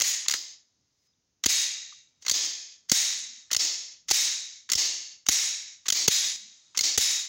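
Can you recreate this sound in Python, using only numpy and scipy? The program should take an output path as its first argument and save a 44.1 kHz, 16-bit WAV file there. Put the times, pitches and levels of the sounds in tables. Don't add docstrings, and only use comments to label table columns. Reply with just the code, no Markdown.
import sys
import numpy as np
from scipy import signal
from scipy.fft import rfft, irfft
from scipy.io import wavfile
from scipy.ndimage import uniform_filter1d

SR = 44100
rng = np.random.default_rng(int(sys.argv[2]) if len(sys.argv) > 2 else 0)


def persist_wave(psi):
    counts = np.round(np.clip(psi, -1, 1) * 32767).astype(np.int16)
    wavfile.write(sys.argv[1], SR, np.atleast_2d(counts).T)


def gain_from_db(level_db):
    decades = np.asarray(level_db, float) / 20
    return 10 ** decades


N = 321048

# [t/s, peak level/dB, starts this far down/dB, held up for/s, gate closes after/s]
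SHUT_WASHES = [
    (0.029, -21.5, 11, 0.08, .45),
    (1.481, -19.5, 11.5, 0.16, 0.51),
    (2.935, -20, 4, 0.18, 0.48),
    (4.127, -19.5, 7, 0.17, 0.46),
    (5.303, -20, 8, 0.18, 0.43),
    (6.1, -19.5, 10, 0.17, .7),
    (6.995, -19.5, 5, 0.15, 0.23),
]
OPEN_WASHES = [
    (0.355, -31.5, 1.1, 0.015, .17),
    (2.327, -21.5, 17, 0.12, .41),
    (3.581, -20.5, 26, 0.074, .35),
    (4.765, -20, 23, 0.083, .37),
    (5.939, -21.5, 13, 0.087, .4),
    (6.822, -19.5, 30, 0.04, .4),
]


def rms_one(x):
    return x / np.sqrt(np.mean(x ** 2) + 1e-20)


def colour(x, spectrum):
    hz = np.maximum(np.fft.rfftfreq(4096, 1 / SR), 1)
    points = np.array(spectrum)
    level_db = np.interp(np.log(hz), np.log(points[:, 0]), points[:, 1])
    cepstrum = irfft(np.log(gain_from_db(level_db)))
    cepstrum[1:2048] *= 2
    cepstrum[2049:] = 0
    response = irfft(np.exp(rfft(cepstrum)))
    return signal.fftconvolve(x, response)[:len(x)]


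def band(x, low_hz, high_hz):
    return signal.sosfilt(signal.butter(4, [low_hz, high_hz], "band", fs=SR, output="sos"), x)


def split(x, edges_hz):
    hz = np.maximum(np.fft.rfftfreq(len(x), 1 / SR), 1)
    above = [np.clip(.5 + 8 * np.log(hz / edge), 0, 1) for edge in edges_hz]
    shares = -np.diff([np.ones_like(hz), *above, np.zeros_like(hz)], axis=0)
    return irfft(shares * rfft(x), len(x))


def resonances(x, modes):
    out = 0
    for k, (hz, width_hz, level_db) in enumerate(modes):
        r = np.exp(-np.pi * width_hz / SR)
        gain = (1 - r * r) / 2
        mode = signal.lfilter([gain, 0, -gain], [1, -2 * r * np.cos(2 * np.pi * hz / SR), r * r], x)
        out = out + (-1) ** k * gain_from_db(level_db) * mode
    return out


def ring(clicks, hz, t60):
    r = gain_from_db(-60 / (t60 * SR))
    w = 2 * np.pi * hz / SR
    return signal.lfilter([0, np.sin(w)], [1, -2 * r * np.cos(w), r * r], clicks + 1e-18)


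def grains(per_s, spread_db, bed):
    sizes = gain_from_db(spread_db * np.minimum(rng.exponential(1, N), 5)) * rng.choice([-1, 1], N)
    clicks = sizes * (rng.random(N) < per_s / SR)
    return rms_one(rms_one(clicks) + bed * rng.standard_normal(N))


def drift(per_s):
    r = np.exp(-2 * np.pi * per_s / SR)
    return rms_one(signal.lfilter([1], [1, -2 * r, r * r], rng.standard_normal(N)))


def ducked_db():
    # [t/s, drop/dB]
    drops = [(0.267, 6.5), (1.448, 24.5), (1.468, 3), (2.268, 6), (2.287, 0), (2.306, 7), (2.908, 1.5),
             (3.520, 0), (3.554, 14), (3.569, 6.5), (4.107, 4), (4.12, 12), (4.706, 5), (4.747, 24),
             (5.268, 17), (5.298, 1), (5.872, 2), (5.907, 12), (6.068, 11), (6.088, -1), (6.328, 1),
             (6.363, 5.5), (6.769, 17), (6.806, 0), (6.968, 12)]
    steps = np.zeros(N)
    for s, drop_db in drops:
        steps[round(s * SR)] = drop_db
    return uniform_filter1d(np.cumsum(steps), size=31)


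def background():
    # [f/Hz, level/dB per Hz]
    room_colour = [(24, -30.5), (40, 4), (66, -8), (96, -6.5), (215, -14), (283, -15.5), (345, -22.5),
                   (1120, -29), (3650, -29.5), (6490, -19), (7930, -47.5), (16000, -46)]
    hiss = gain_from_db(-74.5) * rms_one(colour(rng.standard_normal(N), room_colour))
    lumps = rms_one(signal.lfilter([1], [1, -1.998, .998001], rng.standard_normal(N)))
    return band(hiss, 350, 18000) + gain_from_db(2.5 * lumps - 3) * band(hiss, 50, 350)


def steel(x):
    # [f/Hz, level/dB per Hz]
    blow_colour = [(410, -23), (700, -14), (1310, -4), (1930, -7), (2610, -2), (3750, 0), (4990, -4.5),
                   (5690, 7.5), (6480, 16.5), (8630, -8), (9830, -5), (13300, -16), (14900, -9.5),
                   (15700, -9)]
    # [f/Hz, width/Hz, level/dB]
    slide_modes = [(2067, 180, 1), (4490, 250, 9), (5570, 1700, 5), (6421, 793, 15), (15200, 670, -55.5)]
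    return colour(x, blow_colour) + resonances(x, slide_modes)


def contacts(ducked):
    # [t/s, peak level/dB, 1-3 kHz body level/dB]
    touches = [
        (2.2223, -38, -20),
        (2.2488, -37.5, -6.5),
        (3.504, -41, 4),
        (4.6895, -32, -2.5),
        (5.8559, -34, -1.5),
        (6.747, -37, -0.5),
    ]
    unlocks = [
        (0.259, -33, 1.5),
        (2.2634, -18.5, -9),
        (3.5127, -15, -13.5),
        (4.6984, -18.5, -16.5),
        (5.8631, -28, -22),
        (6.7627, -33.5, -30),
    ]
    cocks = [
        (0.2822, -9.5, -17.5),
        (2.2811, -12.5, -14.5),
        (3.5294, -8, -22),
        (4.717, -5.5, -22),
        (5.8826, -8.5, -17.5),
        (6.7729, -10, -19.5),
    ]
    catches = [
        (0.2955, -12.5, -12.5),
        (0.3083, -8.5, -15.5),
        (0.3223, -16, -19),
        (2.2955, -5, -15),
        (3.5463, -11, -13),
        (4.7323, -6, -15.5),
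        (5.9011, -5.5, -15),
        (6.79, -8.5, -17.5),
    ]
    stops = [
        (0.3372, -12.5, -8.5),
        (2.312, -11.5, -31),
        (3.564, -8, -23),
        (4.7518, -12.5, -25),
        (5.9222, -10, -19),
        (6.808, -11, -29),
    ]
    slips = [
        (1.437, -17.5, -11.5),
        (1.4423, -25.5, -12.5),
        (1.4522, -26.5, -22.5),
        (2.8957, -20.5, -18.5),
        (4.084, -23.5, -13),
        (4.089, -23.5, -20.5),
        (4.1012, -17.5, -21),
        (5.2602, -43, -2.5),
        (5.264, -22, -16),
        (5.2773, -32.5, -34),
    ]
    slams = [
        (0.0084, -14.5, -11),
        (0.0174, -7, -21),
        (1.459, -4, -17.5),
        (2.9157, -2, -18.5),
        (4.11, -7.5, -16.5),
        (5.286, -2, -15.5),
        (6.077, -9, -15.5),
        (6.0796, -3, -16),
        (6.9754, -6, -13),
        (6.979, -7.5, -39),
    ]
    rebounds = [(.0005, -7, -20.5), (1.464, -7, -17), (2.2195, -47, -22), (2.3153, -12, -32),
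                (2.9222, -13.5, -25), (2.926, -12.5, -36), (3.552, -20, -14), (3.566, -16, -22),
                (3.5333, -17, -25), (4.111, -5.5, -16), (4.115, -5, -19), (0.3125, -9.5, -20),
                (4.118, -8, -22), (4.7549, -8, -24), (5.268, -21, -20), (5.294, -14, -28),
                (5.8865, -13, -24), (5.899, -22, -22), (5.9252, -9.5, -28), (6.765, -36, -18),
                (6.7757, -15.5, -25), (6.7865, -20, -20)]
    # [low knock/dB, burst t60/s, rattle left behind/dB]
    shared_by_step = [(-27, 0.081, -23), (-23, 0.038, -14), (-32, 0.03, -22), (-38.5, 0.014, -13.5),
                      (-35, 0.013, -5.5), (-36.5, 0.048, -6), (-25, 0.025, -21.5)]
    rebound_step = (-29.5, 0.0075, -22.5)
    echo_s, echo_db = 0.001, 2.5

    edge, top, body, low = np.zeros((4, N))
    impacts = grains(4000, spread_db=2.5, bed=0.8)
    size = np.std(steel(impacts))
    t = np.arange(round(.06 * SR)) / SR
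    step_tables = (touches, unlocks, cocks, catches, stops, slips, slams, rebounds)
    for rows, (knock_db, t60, rattle_db) in zip(step_tables, shared_by_step + [rebound_step]):
        for s, peak_db, body_db in rows:
            i = round(s * SR)
            span = slice(i, i + len(t))
            burst = gain_from_db(-60 * t / max(t60, .002)) * np.minimum(t / 0.00041, 1)
            echo = gain_from_db(echo_db) * np.interp(t - echo_s, t, burst, left=0)
            rattle_power = gain_from_db(2 * (rattle_db - 580 * t))
            shape = np.sqrt(burst ** 2 + echo ** 2 + rattle_power)
            shape = shape * gain_from_db(peak_db + ducked[i] - ducked[span])
            edge[span] += gain_from_db(0.42 * peak_db + 1.5) * shape
            top[span] += shape
            body[span] += gain_from_db(body_db + 13.0) * shape
            low[span] += gain_from_db(knock_db + 13.0) * shape
            impacts[i + 40] = 0.62
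    bands = (edge, 8000, 18000), (top, 2900, 8000), (body, 800, 2900)
    layers = sum(band(steel(impacts * gain), low_hz, high_hz) for gain, low_hz, high_hz in bands)
    knock = gain_from_db(5.0) * band(impacts * low, 200, 800)
    return gain_from_db(-9) * (layers / size + knock)


def table_thumps():
    # [t/s, peak level/dB, low tone f/Hz, upper tone f/Hz, upper tone level/dB]
    slam_thumps = [
        (.009, -48, 263, 823, -40),
        (1.46, -24.5, 284, 487, -14.5),
        (2.917, -21.5, 211, 520, -10.5),
        (4.11, -29, 434, 807, 2),
        (5.287, -27.5, 284, 430, -6),
        (6.08, -23, 172, 422, 1),
        (6.977, -40.5, 204, 468, 10),
    ]
    # [t/s, peak level/dB, low tone f/Hz]
    stop_thumps = [
        (0.281, -58, 319),
        (0.341, -45, 316),
        (2.313, -41.5, 261),
        (3.564, -45.5, 248),
        (4.753, -42, 305),
        (5.921, -47.5, 263),
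        (6.808, -46.5, 317),
    ]
    slam_push_db = (-40.5, -28.5, -53.5, -36, -30.5, -57, -28)
    stop_push_db = (-60.5, -60.5, -40, -39, -34, -44, -44)
    stop_upper_hz, stop_upper_db = 520, 0.1
    fade_s = 0.007

    out = np.zeros(N)
    t = np.arange(round(0.0084 * SR)) / SR
    swell = np.sin(np.pi * t / t[-1] * .999) ** .4
    swell = swell * np.exp(.5 - t / fade_s)
    thumps = slam_thumps + [row + (stop_upper_hz, stop_upper_db) for row in stop_thumps]
    for (s, peak_db, low_hz, high_hz, high_db), push_db in zip(thumps, slam_push_db + stop_push_db):
        low_tone = np.sin(2 * np.pi * low_hz * t)
        high_tone = gain_from_db(high_db) * np.sin(2 * np.pi * high_hz * t)
        push = gain_from_db(push_db - peak_db)
        i = round(s * SR)
        out[i:i + len(t)] -= gain_from_db(peak_db) * (low_tone + high_tone - push) * swell
    return out


def wash_shape(age, peak_db, down_db, held_s, gate_s, linger_db, tone):
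    rise_s = 0.016
    held_db_per_s, room_db_per_s = 34, 79.5
    treble_knee_db, treble_depth_db = -37.5, 38
    bass_late_db, bass_ungated = 12, 0.48
    bass_loss = 0.11
    linger_db_per_s = 11.5
    linger_treble_db, linger_bass_db = -15.5, -13.5

    gate_db_per_s, treble_db, loss, knee_loss, bass_db = tone
    rising = np.clip(1 - age / rise_s, 0, 1)
    held = held_db_per_s * np.clip(age - rise_s, 0, max(held_s - rise_s, 0))
    decay = held + room_db_per_s * np.maximum(age - max(held_s, rise_s), 0)
    gated = gate_db_per_s * np.maximum(age - gate_s, 0)
    far = linger_db - linger_db_per_s * age
    near = peak_db - down_db * rising - decay - gated
    level = 10 * np.log10(gain_from_db(2 * near) + gain_from_db(2 * far))
    below = np.maximum(treble_knee_db - (peak_db - decay - gated), 0)
    treble_loss = loss * (decay + down_db * rising) + knee_loss * below
    treble = treble_db - np.minimum(treble_loss, treble_depth_db)
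    bass = bass_db + 1.5 - bass_loss * decay - bass_late_db * rising
    bass = bass + np.minimum(bass_ungated * gated, 16)
    treble = np.maximum(treble, far - level + linger_treble_db)
    bass = np.maximum(bass, far - level + linger_bass_db)
    return level, treble, bass


def rings_of(shake, parts, barrel_db, age):
    # [f/Hz, width/Hz, level/dB]
    frame_modes = [(1770, 60, -19), (2090, 40, -16)]
    # [f/Hz, width/Hz, level/dB]
    barrel_modes = [(3765, 70, 0), (3920, 45, -5)]
    rings_db, outlast_db_per_s, high_loss_db_per_s = -3, 9, 6
    end_s, fade_db_per_s = .75, 60

    mix = rms_one(resonances(shake, sorted(list(map(tuple, parts)) + frame_modes)))
    under, low, high, over = split(mix, (1500, 4200, 7500))
    barrel = rms_one(resonances(shake[::-1], barrel_modes))
    low = low + gain_from_db(barrel_db - rings_db) * barrel
    young = np.minimum(age, .55)
    gain_db = rings_db + outlast_db_per_s * young - fade_db_per_s * np.maximum(age - end_s, 0)
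    return gain_from_db(gain_db) * (low + gain_from_db(-high_loss_db_per_s * young) * high)


def wash(blows, spectrum, tone, rings, own_db, ducked):
    # [f/Hz, width/Hz, level/dB]
    board_modes = [(316, 31, -12)]
    air_loss = [0, 18, 34, 36]
    patchy_db, patches_per_s = 2.5, 15
    treble_gate_db, treble_gate_slope = -80, 1.5

    echoes = grains(2500, spread_db=3.2, bed=1.6)
    bass, main, *treble = split(colour(echoes, spectrum), (1450, 7700, 9200, 11500, 14000))
    treble = treble / np.std(np.sum(treble, axis=0))
    treble = treble * gain_from_db(patchy_db * np.array([drift(patches_per_s) for row in treble]))
    main = rms_one(main)
    shake = rng.standard_normal(N)
    bass = rms_one(bass) + gain_from_db(board_modes[0][2]) * rms_one(resonances(shake, board_modes))
    starts = np.sort([row[0] for row in SHUT_WASHES + OPEN_WASHES] + [N / SR + 1])
    out = np.zeros(N)
    for (s, *shape), parts, (barrel_db, linger_db) in zip(blows, rings, own_db):
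        next_start = starts[starts > s][0]
        i = np.arange(round((s - .012) * SR), min(round(next_start * SR), N))
        age = i / SR - s
        fade = np.clip(np.minimum(i - i[0], i[-1] + 200 - i) / 300, 0, 1)
        ducked_then = ducked[round(s * SR)]
        fade = fade * gain_from_db(ducked_then - np.maximum(ducked[i], ducked_then))
        level, treble_db, bass_db = wash_shape(age, *shape, linger_db, tone)
        ringing = rings_of(shake[i], parts, barrel_db, age)
        eaten = np.outer(air_loss, -np.minimum(age, .55))
        sunk = np.maximum(treble_gate_db - level - treble_db - eaten, 0)
        airy = gain_from_db(treble_db) * np.sum(gain_from_db(eaten - treble_gate_slope * sunk) * treble[:, i], axis=0)
        out[i] += gain_from_db(level - 4.5) * fade * (main[i] + ringing + airy + gain_from_db(bass_db) * bass[i])
    return out


def shut_wash(ducked):
    # [f/Hz, level/dB per Hz]
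    spectrum = [(120, -76.5), (200, -48), (316, -28.5), (400, -38), (489, -29.5), (1520, -22), (2000, -13),
                (2980, -13.5), (3780, -10.5), (4450, -8), (6540, -4.5), (8750, -18), (13600, -20.5),
                (15700, -20.5)]
    # [gate/dB per s, treble level/dB, treble loss/dB per dB of decay, same below knee, bass level/dB]
    tone = (76, -9, 0.54, 3.3, -27.5)
    # [f/Hz, width/Hz, level/dB]
    rings = [
        [(1920, 48, -10), (2920, 61, -12), (3410, 150, -10), (4000, 28, -10), (4360, 29, -8), (4880, 56, -8),
         (5170, 44, -7), (6300, 64, -2), (6750, 230, 0), (7000, 24, -2)],
        [(1960, 53, -10), (2290, 94, -10), (2790, 150, -11), (3290, 47, -9), (3790, 130, -2), (4380, 97, -6),
         (4870, 86, -4), (5140, 65, -4), (6010, 67, -3), (6560, 200, 0)],
        [(2030, 44, -15), (3750, 90, -5), (3960, 67, -8), (4140, 100, -10), (4400, 35, -10), (5490, 110, -4),
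         (5870, 21, -6), (6230, 51, -2), (6690, 84, 0), (6980, 34, -6)],
        [(2230, 53, -10), (3730, 60, -4), (3920, 54, -3), (4210, 46, -5), (4940, 64, -3), (5420, 57, -1),
         (5660, 110, -1), (6360, 150, 0), (6820, 57, -4), (7070, 50, -3)],
        [(2170, 170, -12), (3810, 71, -5), (4020, 94, -8), (5040, 28, -5), (5230, 42, -4), (5490, 82, -2),
         (5670, 100, 0), (5870, 26, -3), (6470, 48, -3), (6680, 220, -2)],
        [(3330, 83, -7), (3810, 100, -1), (4280, 75, -4), (4810, 26, -3), (5030, 99, -1), (5840, 39, -4),
         (6070, 72, -3), (6300, 100, -2), (6560, 52, 0), (6850, 140, -1)],
    ]
    # [f/Hz, width/Hz, level/dB]
    last_rings = [(3500, 78, -7), (3720, 51, -3), (3910, 75, 0), (4390, 95, -7), (4940, 48, -2),
                  (5190, 300, -2), (5590, 88, -3), (6020, 81, -6), (6850, 470, -1), (7330, 38, -7)]
    # [barrel ring level/dB, far echoes left under the gate/dB]
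    own_db = [(-31.5, -69), (-11.5, -66), (-12, -58), (-11, -81), (-15, -63), (-11.5, -51), (-9, -60)]
    return wash(SHUT_WASHES, spectrum, tone, rings + [last_rings], own_db, ducked)


def open_wash(ducked):
    # [f/Hz, level/dB per Hz]
    spectrum = [(120, -83.5), (200, -59), (316, -19), (400, -28), (447, -24.5), (1490, -23.5), (2030, -9),
                (2350, -13), (4540, -1), (6540, -0.5), (7030, -1.5), (8750, -30.5), (13100, -30.5),
                (15700, -27.5)]
    # [gate/dB per s, treble level/dB, treble loss/dB per dB of decay, same below knee, bass level/dB]
    tone = (107, -15, 0.47, 1, -25.5)
    # [f/Hz, width/Hz, level/dB]
    rings = [
        [(3860, 55, -6), (4360, 35, -7), (4970, 88, 0), (5360, 36, -6), (6380, 64, -1), (6540, 49, -2)],
        [(2090, 160, -18), (2510, 65, -16), (3260, 180, -14), (3620, 35, -12), (4700, 43, -4), (5130, 99, -5),
         (5380, 30, -6), (6490, 86, 0)],
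        [(2100, 58, -13), (2580, 38, -16), (3350, 47, -13), (4520, 99, -5), (5080, 110, -4), (5460, 160, -2),
         (6510, 74, 0), (6760, 30, -2)],
        [(1710, 82, -21), (2120, 160, -17), (2800, 150, -13), (4530, 140, -3), (5140, 41, -4), (5470, 110, -4),
         (6490, 89, 0)],
        [(2300, 82, -11), (4020, 86, -5), (4530, 110, -3), (5100, 56, -2), (5640, 76, -1), (6340, 65, 0),
         (6510, 100, 0), (6780, 56, 0)],
        [(2300, 110, -10), (4020, 43, -2), (4530, 90, 0), (5120, 66, 0), (5700, 190, -1), (6540, 100, 0),
         (6790, 110, -1), (7330, 22, -6)],
    ]
    # [barrel ring level/dB, far echoes left under the gate/dB]
    own_db = [(-31, -71), (-25, -64), (-29.5, -71), (-18, -82), (-26.5, -57.5), (-18, -70)]
    return wash(OPEN_WASHES, spectrum, tone, rings, own_db, ducked)


def pings(ducked):
    # [t/s, f/Hz, level/dB, t60/s]
    lone_rings = [
        (3.44, 5800, -60, .1),
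        (1.135, 3600, -65, 0.023),
        (1.924, 1190, -43.5, 0.033),
        (2.072, 3860, -54, 0.05),
                  (.311, 4960, -34, .55),
        (.2825, 4150, -21, .03),
    ]
    # [t/s, peak level/dB, f/Hz]
    struck_notes = [(0.3087, -11.5, 4950), (0.338, -9, 4100), (1.4392, -8.5, 3180), (2.2628, -13, 4400),
                    (2.281, -1, 4280), (2.297, -21, 4620), (2.3114, -5, 4600), (2.8952, -12, 4480),
                    (3.5134, -21, 4970), (3.5297, -20, 4500), (3.5456, -14, 2030), (3.565, 0, 5120),
                    (4.6987, -29, 5500), (4.7167, -15, 4400), (4.7326, -11.5, 4680), (4.752, -1, 5130),
                    (5.863, -28.5, 3470), (5.885, -33, 4600), (5.901, -1, 3160), (5.922, -3.5, 4970),
                    (6.7476, -53.5, 2140), (6.7735, -25, 4300), (6.79, -1, 4290), (6.8084, -2, 4940),
                    (6.791, -6.5, 2140), (6.747, -26, 1210)]
    out = np.zeros(N)
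    click = np.zeros(round(.2 * SR))
    click[0] = 1
    soft = np.minimum(np.arange(len(click)) / 60, 1)
    struck = [(s, hz, peak_db - 14.0, .035) for s, peak_db, hz in struck_notes]
    for s, hz, level_db, t60 in lone_rings + struck:
        i = round(s * SR)
        span = slice(i, i + len(click))
        out[span] += gain_from_db(level_db + ducked[i] - ducked[span]) * soft * ring(click, hz, t60)
    return out


def lead_ins():
    # [start t/s, end t/s, end level/dB]
    scrapes = [
        (0.882, 1.075, -74),
        (1.432, 1.44, -44),
        (2.208, 2.22, -59),
        (2.888, 2.899, -34.5),
        (4.077, 4.095, -46),
        (5.258, 5.267, -45),
        (5.843, 5.86, -56),
    ]
    gain = np.zeros(N)
    for start, end, level_db in scrapes:
        i = np.arange(round(start * SR), round(end * SR))
        gain[i] = gain_from_db(level_db + np.linspace(-18, 0, len(i)))
    scrape = rng.standard_normal(N)
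    return steel(gain * scrape) / np.std(steel(scrape))


def murmurs():
    # [start t/s, end t/s, f/Hz, width/Hz, level/dB]
    swells = [
        (.98, 1.05, 5060, 150, -77),
        (1.05, 1.13, 5050, 80, -71),
        (3.12, 3.45, 235, 50, -70),
        (6.25, 6.6, 210, 70, -72),
    ]
    out = np.zeros(N)
    noise = rng.standard_normal(N)
    for start, end, hz, width_hz, level_db in swells:
        i = np.arange(round(start * SR), round(end * SR))
        mode = [(hz, width_hz, 0)]
        narrow = rms_one(resonances(resonances(noise[i], mode), mode))
        out[i] = gain_from_db(level_db) * np.hanning(len(i)) * narrow
    return out


def scene():
    ducked = ducked_db()
    blows = contacts(ducked) + table_thumps()
    room = shut_wash(ducked) + open_wash(ducked)
    small_sounds = pings(ducked) + lead_ins() + murmurs()
    return np.tile(background() + blows + room + small_sounds, (2, 1))


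def top_cut(x):
    return signal.sosfilt(signal.butter(12, 17140, fs=SR, output="sos"), x)


def record(dry):
    # [f/Hz, level/dB]
    microphone = [(20, 0), (11500, 0), (13400, -4), (14400, 1), (15200, 4), (20000, 4)]
    rumble_cut_hz, top_cut_hz, peak_limit = 68, 15850, .48
    heard = [colour(channel, microphone) for channel in dry]
    firm = signal.sosfilt(signal.butter(3, rumble_cut_hz, "high", fs=SR, output="sos"), heard)
    rounded = peak_limit * np.tanh(firm / peak_limit)
    finished = signal.sosfilt(signal.ellip(8, .5, 36, top_cut_hz, fs=SR, output="sos"), rounded)
    return top_cut(finished)


dry = scene()
out = record(dry)
persist_wave(out)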